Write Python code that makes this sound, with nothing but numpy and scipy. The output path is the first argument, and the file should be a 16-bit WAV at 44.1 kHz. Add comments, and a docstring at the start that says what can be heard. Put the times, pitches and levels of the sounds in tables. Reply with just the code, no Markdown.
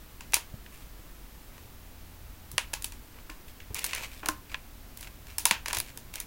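"""Two hands pick the shrink wrap off a plastic disc case, close up in a small furnished room.
Over low rumble and hiss, the taut film buckles in a first cluster of snaps; soft hand bumps and faint
rubs follow. From 2.5 s it snaps again, then crinkles as it peels, and the case knocks hardest at 4.3 s.
The loudest snap comes at 5.5 s, ahead of a dense run of tearing and a few last ticks.
Throughout, a near surface answers each snap and the room rings briefly."""
import sys
import numpy as np
from scipy import signal
from scipy.fft import rfft, irfft
from scipy.io import wavfile

SR = 44100
rng = np.random.default_rng(int(sys.argv[2]) if len(sys.argv) > 2 else 0)


def file_out(sig):
    """Save sig as 16-bit WAV at sys.argv[1]."""
    # one column per channel
    cols = np.atleast_2d(sig).T
    # limit, then scale
    lim = np.clip(cols, -1, 1)
    pcm = np.round(lim * 32767).astype(np.int16)
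    wavfile.write(sys.argv[1], SR, pcm)


N = 276066

# the film's four registers, body, middle, edge and sparkle:
# (low [Hz], high [Hz], lag [s], decay [multiple of the snap's own], buckle over slips [dB])
REGISTERS = [(323, 1310, 0.00087, 1.6, -1.5), (1556, 2980, 0.00014, 1.1, -3),
             (3390, 7850, 0.00011, 1.2, -9), (7300, 21600, .00005, 1.05, 1)]


def undb(db):
    """Decibels to gain."""
    return 10 ** (np.asarray(db) / 20)


def unit(x):
    """Scale to rms 1."""
    return x / np.sqrt(np.mean(x ** 2) + 1e-20)


def unit_energy(x):
    """Scale each row to energy 1."""
    return x / np.linalg.norm(x, axis=-1, keepdims=True)


def add(track, s, sound):
    """Mix a sound into a track from time s on."""
    i = max(int(s * SR), 0)
    part = sound[:max(len(track) - i, 0)]
    track[i:i + len(part)] += part


def band(x, low_hz, high_hz, order=3):
    """Causal band-pass."""
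    edges_hz = [low_hz, min(high_hz, SR / 2 - 1000)]
    return signal.sosfilt(signal.butter(order, edges_hz, "band", fs=SR, output="sos"), x)


def resonate(x, hz, width_hz):
    """One resonance, gain 1 at its centre."""
    return signal.lfilter(*signal.iirpeak(hz, hz / width_hz, SR), x)


def room_tone(noise_db=-47):
    """The bed: low rumble, even hiss and a faint hum that wavers."""
    # still room and microphone hiss: (frequency [Hz], relative spectral level [dB])
    spectrum = [(20, 1.5), (45, 5.5), (70, -4.5), (120, -8.5), (160, -12.5), (300, -13.5), (420, -19.5),
                (950, -21.5), (2200, -25), (6000, -30), (9500, -31.5), (14500, -26.5), (16000, -25.5)]
    # hum partials: (frequency [Hz], rms level before the waver [dB])
    hum = [(81, -61.5), (120, -72.5), (236, -73)]
    hz, db = np.transpose(spectrum)
    freqs = np.maximum(np.fft.rfftfreq(N, 1 / SR), 1)
    colour = undb(np.interp(np.log(freqs), np.log(hz), db))
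    air = irfft(rfft(rng.standard_normal(N)) * colour, N)
    out = undb(noise_db) * unit(air)
    t = np.arange(N) / SR
    for hum_hz, hum_db in hum:
        drift = np.interp(t, np.linspace(0, t[-1], 20), rng.standard_normal(20))
        out += undb(hum_db) * np.sqrt(2) * (1 + drift) * np.sin(2 * np.pi * hum_hz * t + drift)
    return out


def room_tail(x, tail_db=-11.5, predelay_s=.011, t60_low=0.23, t60_high=0.16, split_hz=3800, treble_db=1):
    """The furnished room gives a short diffuse tail whose treble dies first."""
    out, t = np.zeros(N), np.arange(SR // 4) / SR
    lowpass = signal.butter(2, split_hz, fs=SR, output="sos")
    # the hands keep moving, so each moment meets its own pattern of reflections
    hop = SR // 10
    for i in range(0, N - hop, hop):
        noise = rng.standard_normal(len(t))
        low = signal.sosfiltfilt(lowpass, noise)
        low_tail = low * 1000 ** (-t / t60_low)
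        high_tail = undb(treble_db) * (noise - low) * 1000 ** (-t / t60_high)
        piece = x[i:i + 2 * hop]
        grain = piece * signal.windows.cosine(len(piece))
        wet = signal.fftconvolve(grain, unit_energy(low_tail + high_tail))
        add(out, i / SR + predelay_s, undb(tail_db) * wet)
    return out


def hand_bumps(scuff_db=-13, scuff_top_hz=480):
    """Fingers land softly: a brief low thump and a dull scuff of skin."""
    # soft landings: (time [s], level [dB], pitch [Hz], decay [s])
    landings = [(0.54, -29.5, 117, 0.0038), (0.99, -43, 96, 0.0049), (2.534, -40, 138, 0.0097),
                (3.704, -32.5, 87, 0.0062), (5.511, -36, 196, 0.0089), (5.773, -35.5, 88, 0.011)]
    out, t = np.zeros(N), np.arange(SR // 8) / SR
    for start, db, hz, decay_s in landings:
        push = 2 * t / decay_s * np.exp(1 - 2 * t / decay_s)
        thump = np.sin(2 * np.pi * hz * t)
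        scuff = unit(band(rng.standard_normal(len(t)), hz, scuff_top_hz, order=2))
        add(out, start, undb(db) * push * (thump + undb(scuff_db) * scuff))
    return out


def case_knocks(attack_s=0.00045, detune=.006):
    """The hollow plastic case rings in a few short modes, a little differently under each grip."""
    # blows on the case: (time [s], level [dB])
    blows = [(3.2956, -40.5), (4.232, -39), (4.2607, -34), (4.2874, -24), (4.546, -51)]
    # modes of the case: (frequency [Hz], level relative to the blow [dB], t60 [s])
    modes = [(303, -5, 0.096), (610, -16, 0.12), (826, -17, .07), (1060, -7, 0.12), (1400, 10, 0.012),
             (1527, 1, 0.022), (1755, -2.5, 0.03)]
    out, t = np.zeros(N), np.arange(SR // 4) / SR
    attack = 1 - np.exp(-t / attack_s)
    for start, db in blows:
        for hz, mode_db, t60 in modes:
            pitch = hz * (1 + detune * rng.standard_normal())
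            ring = np.sin(2 * np.pi * (pitch * t + rng.random())) * 1000 ** (-t / t60)
            add(out, start, undb(db + mode_db) * ring * attack)
    return out


def film_ring(x, tension=1, ring_db=0):
    """The film and the air beneath it ring along with whatever excites them; tension shifts the pitch."""
    # film stretched on the case: (frequency [Hz], width [Hz], gain before ring_db is added [dB])
    resonances = [(960, 134, 21.5), (2510, 380, 0), (3680, 2100, -3), (9750, 660, 11)]
    return x + sum(undb(db + ring_db) * resonate(x, hz * tension, width) for hz, width, db in resonances)


def film_crinkle(top_creases_per_s=730, halving_db=9, crease_s=0.00091, scatter_db=4, rub=0.87):
    """Crowds of small creases pop at random, over the steady rasp of film dragged across plastic."""
    # the film slides and crumples: (start [s], end [s], level [dB], brightness [dB per register])
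    strokes = [(0.719, 0.841, -66.5, 2), (1.525, 1.666, -72, 0), (3.138, 3.205, -65, -10),
               (3.477, 3.514, -63.5, 1), (3.751, 3.793, -44.5, -1), (3.801, 3.933, -50.5, -0.5),
               (3.921, 4.065, -47, -2.5), (4.05, 4.215, -61, 1), (4.225, 4.3, -53, -11.5),
               (4.492, 4.543, -55.5, -3.5), (4.981, 5.088, -60.5, 0), (5.263, 5.36, -61.5, 0.5),
               (5.67, 5.79, -56, -12), (5.821, 5.914, -60, 0.5), (6.128, 6.247, -56, -1)]
    # tonal balance of a stroke: (body [dB], middle [dB], edge [dB], sparkle [dB])
    balance_db = [-5.5, 4, 3, 1.5]
    out = np.zeros(N)
    pop = np.exp(-np.arange(SR // 100) / SR / crease_s)
    hardest_db = np.transpose(strokes)[2].max()
    steps_from_middle = np.arange(len(REGISTERS)) - 1
    for start, end, db, tilt_db in strokes:
        # a faster pull is louder and pops more creases
        rate = top_creases_per_s * 2 ** ((db - hardest_db) / halving_db)
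        n = max(int((end - start) * SR), len(pop))
        sizes = undb(scatter_db * np.minimum(rng.exponential(size=n), 3))
        creases = signal.fftconvolve(sizes * (rng.random(n) < rate / SR), pop)[:n]
        grip = (unit(creases) + rub) * signal.windows.tukey(n, 0.18)
        sheet = film_ring(grip * rng.standard_normal(n), ring_db=-32)
        rasp = undb(5) * resonate(sheet, hz=2330, width_hz=450)
        levels_db = db + np.array(balance_db) + tilt_db * steps_from_middle
        for (low_hz, high_hz, *_), level_db in zip(REGISTERS, levels_db):
            add(out, start, undb(level_db) * unit(band(sheet + rasp, low_hz, high_hz)))
    return out


def film_snaps(rise_s=0.00061, buckle_s=.0007, shiver_db=-22, shiver_stretch=5, coupling=0.31):
    """Each snap is one buckle inside a burst of tiny slips. Gives (direct sound, room send)."""
    # the film buckles or tears: (time [s], middle level [dB], brightness [dB per register],
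    # body relative to middle [dB], slack [0 taut to 1 loose])
    snaps = [(0.2069, -43.5, -2.5, -3.5, 0.81), (0.3215, -48.5, 2.5, -18, 1), (0.334, -26, -4, -3.5, 0.64),
             (0.3416, -24.5, 4, -22, 0.73), (0.3664, -39.5, 0.5, 6.5, 0.64), (0.662, -48, -9, -21, 0.44),
             (1.579, -51.5, -5.5, 0.5, 0.62), (2.515, -57.5, 9.5, -2, .8), (2.58, -21.5, -3, -5.5, 0.52),
             (2.733, -43, 2.5, 5, .35), (2.7365, -32, 1, -3.5, 0.71), (2.8222, -49.5, 6.5, -15, .7),
             (2.8434, -38.5, 5, -8, 0.68), (2.921, -48.5, 1, -4, .9), (3.298, -42, -4, -7, .85),
             (3.602, -45.5, -8.5, -21, 1), (3.7447, -47.5, 9, -5, .5), (3.7918, -40, 3, -9, .5),
             (3.8422, -35.5, 4.5, -3.5, .3), (3.8483, -50, 10, -15, .2), (3.8636, -47, 8, -9, .45),
             (3.9092, -41, -3, -17, .7), (3.9319, -28, -7, -11, 0.93), (3.9488, -42, 5, -21, .45),
             (3.9607, -39, -4, -17, .45), (4.2586, -37, 3.5, -4.5, .3), (4.286, -32, 4, 3, .4),
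             (4.5434, -28, -15, -8, .03), (4.9724, -57.5, 9, 0, .65), (5.009, -55, 6.5, -6, 0.95),
             (5.028, -46, 1, -8, .2), (5.0716, -44.5, -8, -7, 0.26), (5.3825, -37, 6.5, -3.5, 0.89),
             (5.4536, -23.5, 4, -1, 0.76), (5.5098, -18, -4, -5, 0.7), (5.6585, -32, -3, -7, 0.9),
             (5.682, -36, 2, -1.5, .9), (5.7011, -37, -9, -2, 0.35), (5.708, -35.5, -8, -5, .2),
             (5.7297, -31.5, 1.5, 0, 0.82), (5.747, -35, 2.5, -14, 1), (5.7691, -32, 1, -8, 0.85),
             (5.7852, -45, 8.5, -18, 0.46), (5.801, -35.5, 4.5, -6, 0.081), (5.9737, -49, 5.5, -2, .8),
             (6.1388, -44.5, 2, -6, 1), (6.156, -43, 4.5, -6, 0.11), (6.2011, -46, 8, -9, 0.51)]
    times, level_db, tilt_db, body_db, slack = np.transpose(snaps)
    t = np.arange(SR // 30) / SR
    tensions = np.exp(rng.uniform(-.03, .03, len(times)))
    # taut film gives a short dry tick; a loose sheet sounds for longer and throws more into the room
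    decay_s = np.interp(slack, (0, 1), (0.00089, .0018))
    sends_db = np.interp(slack, (0, 1), (-6.5, 5.5))
    # only the big snaps move enough film to ring the whole sheet
    rings_db = coupling * (level_db - level_db.max())
    attack = 1 - np.exp(-t / rise_s)
    buckle = signal.unit_impulse(len(t), int(buckle_s * SR))
    colours_db = (body_db, 0, tilt_db, 2 * tilt_db)
    direct, send = np.zeros(N), np.zeros(N)
    for (low_hz, high_hz, lag_s, stretch, buckle_db), colour_db in zip(REGISTERS, colours_db):
        # a sharp release, then the loose sheet shivers on
        age = t / (stretch * decay_s[:, None])
        release = (1 + age) * np.exp(-age) + undb(shiver_db) * np.exp(-age / shiver_stretch)
        slips = unit_energy(np.sign(rng.standard_normal(age.shape)) * release * attack)
        pushes = slips + undb(buckle_db) * buckle
        gains = undb(level_db + colour_db) * np.sqrt(.005 * SR)  # the energy of that rms held for 5 ms
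        # low bending waves are slow, so the body comes late
        for i, start in enumerate(times + lag_s):
            burst = film_ring(pushes[i], tensions[i], rings_db[i])
            add(direct, start, gains[i] * unit_energy(band(burst, low_hz, high_hz)))
            # the room hears all directions at once: the slips average out, leaving the film's colour
            spread = film_ring(buckle, tensions[i], rings_db[i])
            add(send, start, gains[i] * undb(sends_db[i]) * unit_energy(band(spread, low_hz, high_hz)))
    return direct, send


def scene(echo_s=.0096, echo_db=-15):
    """Film, case and hands up front, one early reflection off a near surface, and the room behind."""
    snaps, snap_send = film_snaps()
    handling = film_crinkle() + case_knocks() + hand_bumps()
    near = snaps + handling
    out = near + room_tail(snap_send + handling) + room_tone()
    add(out, echo_s, undb(echo_db) * near)
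    return out[None]


def record(dry, top_hz=15950):
    """A steep low-pass trims the highest treble."""
    return signal.sosfilt(signal.ellip(10, .2, 70, top_hz, fs=SR, output="sos"), dry)


dry = scene()
out = record(dry)
file_out(out)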